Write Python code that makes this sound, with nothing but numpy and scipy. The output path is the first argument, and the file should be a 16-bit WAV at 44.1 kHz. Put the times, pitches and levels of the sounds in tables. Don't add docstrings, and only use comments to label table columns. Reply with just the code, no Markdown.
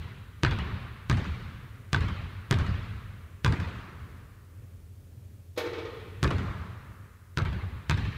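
import sys
import numpy as np
from scipy import signal
from scipy.fft import rfft, irfft, next_fast_len
from scipy.io import wavfile
from scipy.ndimage import uniform_filter1d, map_coordinates

SR = 44100
rng = np.random.default_rng(int(sys.argv[2]) if len(sys.argv) > 2 else 0)


def volts_from_decibels(level):
    exponent = np.asarray(level, float) / 20
    return 10 ** exponent


def pcm_store(signal):
    levels = np.round(np.clip(np.atleast_2d(signal), -1, 1) * 32767)
    wavfile.write(sys.argv[1], SR, levels.astype(np.int16).T)


N = 360297

# pitch_hz, level_db (per Hz)
DUCT_AIR = [(12, -62), (25, -35), (40, -12), (60, -7), (75, -10.5), (95, -1.5), (115, -5), (150, -16),
            (300, -25), (550, -31), (800, -40), (1500, -42.5), (2500, -44.5), (5000, -56)]
# pitch_hz, level_db (rms)
FAN_TONES = [(86, -53), (97.6, -58.5), (409, -78)]
# start_s, bass_db, middle_db, top_db
EARLIER_BOUNCE = [(-0.21, -32, -36.5, -33)]
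# pitch_hz, level_db (per Hz)
HALL_COLOUR = [(18, -41), (30, -21.5), (65, -1.5), (87, 2.5), (139, -15.5), (180, -13.5), (328, -26.5),
               (364, -23), (497, -30), (754, -33.5), (1170, -27.5), (1780, -30), (3980, -36.5),
               (5440, -52.5), (15000, -77.5)]
# pitch_hz, t60_s
HALL_DECAY = [(50, 1.2), (110, 2.01), (280, 1.325), (740, 1.75), (1200, 2.35), (2000, 2.28), (3500, 1.79),
              (6000, 1.84), (12000, 0.74)]
# start_s, slap_db, thump_db, tail_middle_db, tail_top_db
BOUNCES = [
    (0.4344, -6, -16.5, -28, -26.5),
    (1.0984, -12, -17, -31.5, -29.5),
    (1.9313, -8.5, -19, -31, -29),
    (2.511, -8, -15, -30, -28.5),
    (3.447, -8.5, -17.5, -28.5, -30.5),
    (6.2299, -10.5, -17, -26.5, -31),
    (7.3738, -12, -20, -32, -33),
    (7.897, -10, -19.5, -33, -28.5),
]
# stage_path_m, far_wall_path_m (both extra), far_wall_db, bass_return_db
SPOTS = [(4.97, 26.24, 1.5, -3), (5.11, 24.9, 1.5, -1.5), (5.66, 26.1, -2, -0.5), (5.66, 26.3, -2.5, -1.5),
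         (5.66, 26.3, 1.5, 1), (2.93, 26.17, 3.5, 1), (3.55, 26.55, 1.5, -0.5), (4.3, 27.05, -6, 3)]
# slap_db, tail_db
CRISPNESS = [(-7.5, -3.5), (-0.5, 2.5), (-0.5, 0), (3, 2), (-1.5, 5.5), (0.5, 6.5), (-5, -1.5), (0, 1)]
# pitch_hz, level_db, t60_s
BALL_AIR = [(924, -13.5, 0.056), (1192, -7.5, 0.028), (1555, -5.5, 0.02), (2060, -33, 0.16),
            (2476, -23.5, 0.13), (3474, -15.5, 0.017), (4400, -41, 0.0038), (7350, -17.5, 0.00093)]
# level_db (against the slap), highs_kept_db, fade_db_per_m (away from the stage)
SURFACES = [(-2, -15, 0.1), (-8.5, 4.5, 0), (-8.5, -10, 1.1), (-14.5, -8, -5), (-15, 1, 1.7), (-18, -8, -5),
            (-22, -14, 3), (-16, -3.5, 1)]
# extra_path_m, shift_m_per_m (away from the stage), level_db (against the thump)
BASS_RETURNS = [(4.92, 0.015, 0), (9.58, 0.71, -0.5), (13.47, -0.19, -6.5), (16.74, 0.4, -2.5),
                (23.83, 0.42, -7.5), (28.36, 0.3, -8.5), (32.18, -0.34, -6.5), (46.25, -0.42, -13.5),
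                (60.36, -1.53, -6.5), (64, -1.42, -5.5)]
# start_s, board_db, hoop_db
KNOCKS = [(5.561, -48, -40.5), (5.575, -19, -27), (5.6, -29, -37.5), (5.64, -31, -42), (5.657, -26.5, -41),
          (5.73, -30, -35.5), (5.78, -27.5, -36.5), (5.85, -30.5, -39), (5.93, -36.5, -50),
          (6.0, -39.5, -50), (6.06, -46, -60)]
# pitch_hz, width_hz, level_db
BOARD_MODES = [(320, 100, -7.5), (390, 39, -6), (422, 19, -2), (475.5, 44, -0.5)]
# pitch_hz, width_hz, level_db
HOOP_MODES = [(610, 150, -7), (935, 240, -2), (1240, 160, -1), (1455, 140, -2.5), (1860, 350, -6),
              (2430, 240, -4.5), (3250, 640, -7.5), (4070, 940, -9), (5760, 1800, -20)]
# pitch_hz, level_db (per Hz)
NET_COLOUR = [(500, -33), (1200, 0), (3000, 2), (6000, -2), (9000, -11.5), (13000, -7), (16000, -16)]


def seconds(length):
    return np.arange(round(length * SR)) / SR


def unit(x):
    return x / np.sqrt(np.mean(x ** 2) + 1e-20)


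def along(points, hz):
    f, v = np.transpose(points)
    return np.interp(np.log(hz + 1), np.log(f + 1), v)


def filtered(x, response):
    m = next_fast_len(len(x) + SR // 2)
    return irfft(rfft(x, m) * response(np.fft.rfftfreq(m, 1 / SR)), m)[:len(x)]


def wobble(rate):
    knots = rng.standard_normal(100)
    return map_coordinates(knots, [np.arange(N) * rate / SR], order=2)


def add(out, sound, s):
    start = round(s * SR)
    part = sound[max(-start, 0):][:len(out) - max(start, 0)]
    out[max(start, 0):][:len(part)] += part


def ventilation():
    t = np.arange(N) / SR
    rush = unit(filtered(rng.standard_normal(N), lambda hz: volts_from_decibels(along(DUCT_AIR, hz))))
    air = volts_from_decibels(-49.0 + 2.4 * wobble(5.8)) * rush
    tones = np.zeros(N)
    for hz, db in FAN_TONES:
        level = volts_from_decibels(db + 4.5 + 1.5 * wobble(2.45))
        tones += level * np.sin(2 * np.pi * hz * t + 0.81 * wobble(4))
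    return air + tones


def ringing(colour_db):
    hz, t, z = signal.stft(rng.standard_normal(2 * SR), SR, nperseg=1024)
    lumps = uniform_filter1d(rng.standard_normal(z.shape), size=4, axis=0)
    lumps = unit(uniform_filter1d(lumps, size=2, axis=1))
    body_and_sizzle = ((hz < 2500) | (hz > 4800))[:, None]
    early_db = 4 * lumps * volts_from_decibels(-60 * t / 3.2) + 5 * volts_from_decibels(-60 * t / .5) * body_and_sizzle
    decay_db = colour_db(hz)[:, None] - 60 * t / along(HALL_DECAY, hz)[:, None] + early_db
    split = np.array([hz < 300, hz >= 300])[..., None]
    bass, treble = signal.istft(z * volts_from_decibels(decay_db) * split, SR, nperseg=1024)[1]
    t = np.arange(len(bass)) / SR
    flutter_db = (6 - 17 * (t / .0765 % 1)) * volts_from_decibels(-60 * t / 0.68)
    return bass * (1 - np.exp(-t / 0.043)) + treble * volts_from_decibels(flutter_db) * (1 - np.exp(-t / 0.0053))


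def forerunner():
    t = seconds(.012)
    band = signal.butter(1, [2300, 3300], "band", fs=SR)
    return t / 0.01 * unit(signal.lfilter(*band, rng.standard_normal(len(t))))


def thump():
    t = seconds(.02) - .005
    dip = -.55 * np.minimum(t / 0.0069 + 1, 1) ** 2 * np.exp(-np.maximum(t, 0) / 0.00071)
    squash = np.sin(2 * np.pi * 118 * t) * (t > 0) * (t < 1 / 118)
    return dip + squash


def slap(ring_db, grit_db):
    t = seconds(.03)
    spike = -np.exp(-.5 * ((t - .0003) / .000038) ** 2)
    spike = spike + 0.18 * np.roll(spike, shift=28)
    late = np.maximum(t - .0003, 0)
    scatter = rng.normal(0, [4, .05], (len(BALL_AIR), 2))
    ring = np.zeros(len(t))
    for (hz, db, t60), (more_db, sharper) in zip(BALL_AIR, scatter):
        ring += volts_from_decibels(db + more_db - 60 * late / t60) * np.sin(2 * np.pi * hz * (1 + sharper) * late)
    scuff = np.convolve(rng.standard_normal(len(t)), [.5, 1, .5], "same") * (late > 0)
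    return spike + volts_from_decibels(ring_db) * ring + volts_from_decibels(grit_db - 60 * late / 0.01) * scuff


def crisp(sound, snap_db):
    lows = signal.filtfilt(*signal.butter(2, 6000, fs=SR), sound)
    return lows + volts_from_decibels(snap_db) * (sound - lows)


def wall(sound, delay, highs_db):
    t = seconds(.01)
    facets = (0.16 + 3.9 * delay) * volts_from_decibels(-60 * t / (0.0013 + 0.12 * delay)) * rng.standard_normal(len(t))
    facets[0] = 1
    smeared = np.convolve(sound, facets / np.linalg.norm(facets))
    lows = signal.filtfilt(*signal.butter(2, 5000, fs=SR), smeared)
    return lows + volts_from_decibels(highs_db) * (smeared - lows)


def hall_tail(bass_db, middle_db, top_db, snap_db):
    tilt = [(120, bass_db + 27), (300, middle_db + 33.0), (1200, middle_db + 30.5),
            (2900, top_db + 28.5), (4000, top_db + 28.0), (7000, top_db + 30 + snap_db)]
    return ringing(lambda hz: along(HALL_COLOUR, hz) + along(tilt, hz))


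def ball():
    sound_m_s = 343
    ceiling, end, ledge = 5.05, 15.7, 1.85
    out, low = np.zeros(N), np.zeros(N)
    s, *earlier_db = EARLIER_BOUNCE[0]
    add(out, hall_tail(*earlier_db, 0), s)
    for bounce, spot, (snap_db, tail_snap_db) in zip(BOUNCES, SPOTS, CRISPNESS):
        s, slap_db, thump_db, middle_db, top_db = bounce
        stage, far, far_db, bass_return_db = spot
        away = stage - 4.5
        add(out, volts_from_decibels(slap_db) * crisp(slap(ring_db=-12.5, grit_db=-29), snap_db), s - .0003)
        add(out, volts_from_decibels(thump_db) * thump(), s - .005)
        add(out, volts_from_decibels(slap_db - 42.5) * forerunner(), s - .0122)
        paths = [ceiling, stage, stage + ceiling, end - 0.3 * away,
                 far, far + ledge, far + ceiling, 2 * far]
        for path, (loss_db, highs_db, fade_db) in zip(paths, SURFACES):
            delay = path / sound_m_s
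            dull_db = 5 * away * (path == stage)
            kept_db = highs_db - 0.7 + 0.51 * snap_db - dull_db
            echo = wall(slap(ring_db=-6, grit_db=-27), delay, kept_db)
            echo_db = slap_db + loss_db - 3.5 + fade_db * away + far_db * (path >= far)
            add(out, volts_from_decibels(echo_db) * echo, s + delay - .0003)
        for path, shift, loss_db in BASS_RETURNS:
            boom = volts_from_decibels(thump_db + loss_db + bass_return_db - 2.5) * thump()
            add(low, boom, s + (path + shift * away) / sound_m_s - .005)
        add(out, hall_tail(thump_db - 10, middle_db, top_db, tail_snap_db), s)
    return out + filtered(low, lambda hz: 1 / (1 + (hz / 350) ** 4))


def fading(s, db, t60):
    t = np.maximum(np.arange(N) / SR - s, 0)
    return volts_from_decibels(db - 60 * t / t60) * (1 - np.exp(-t / 0.0025))


def resonant(x, modes):
    def response(f):
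        total = 0
        for k, (hz, width, db) in enumerate(modes):
            total = total + (-1) ** k * volts_from_decibels(db) * 1j * f * width / (hz * hz - f * f + 1j * f * width)
        return total
    return filtered(x, response)


def bracket(hit_s):
    t = np.arange(N) / SR
    song = np.zeros(N)
    for s, db, _ in KNOCKS:
        pitch_hz = 492 - 143 * (s - hit_s)
        for share, under_db in [(1, 0), (.71, -9.5)]:
            tone = np.sin(2 * np.pi * share * pitch_hz * (t - s))
            song += fading(s, db - 3.5 + under_db, .14) * tone
    return song


def hoop():
    hit_s = 5.575
    board = fading(hit_s, -42, 1.6)
    steel, blows = np.zeros(N), np.zeros(N)
    for s, board_db, hoop_db in KNOCKS:
        board += fading(s, board_db, .1)
        steel += fading(s, hoop_db, .16)
        add(blows, volts_from_decibels([board_db + 34.5]), s)
    panel = resonant(volts_from_decibels(13) * board * rng.standard_normal(N) + volts_from_decibels(2) * blows, BOARD_MODES)
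    clang = panel + resonant(volts_from_decibels(9) * steel * rng.standard_normal(N), HOOP_MODES)
    song = bracket(hit_s)
    brush = fading(hit_s, -38.5, 0.079) + fading(hit_s, -47, 0.41)
    net = brush * unit(filtered(rng.standard_normal(N), lambda hz: volts_from_decibels(along(NET_COLOUR, hz))))
    tail = ringing(lambda hz: along([(3000, -2.0), (12000, -21.5)], hz))
    answer = signal.fftconvolve(clang + .3 * song + net, tail / np.linalg.norm(tail))[:N]
    return clang + song + net + volts_from_decibels(-4.5) * answer


def scene():
    return (ventilation() + ball() + hoop())[None]


def top_cut(x):
    return signal.sosfilt(signal.butter(12, 16430, fs=SR, output="sos"), x)


def record(dry):
    hiss = volts_from_decibels(-68.5) * rng.standard_normal(N)
    mix = filtered(dry[0] + hiss, lambda hz: (hz < 15650) * 1j * hz / (32 + 1j * hz))[None]
    return top_cut(mix)


dry = scene()
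out = record(dry)
pcm_store(out)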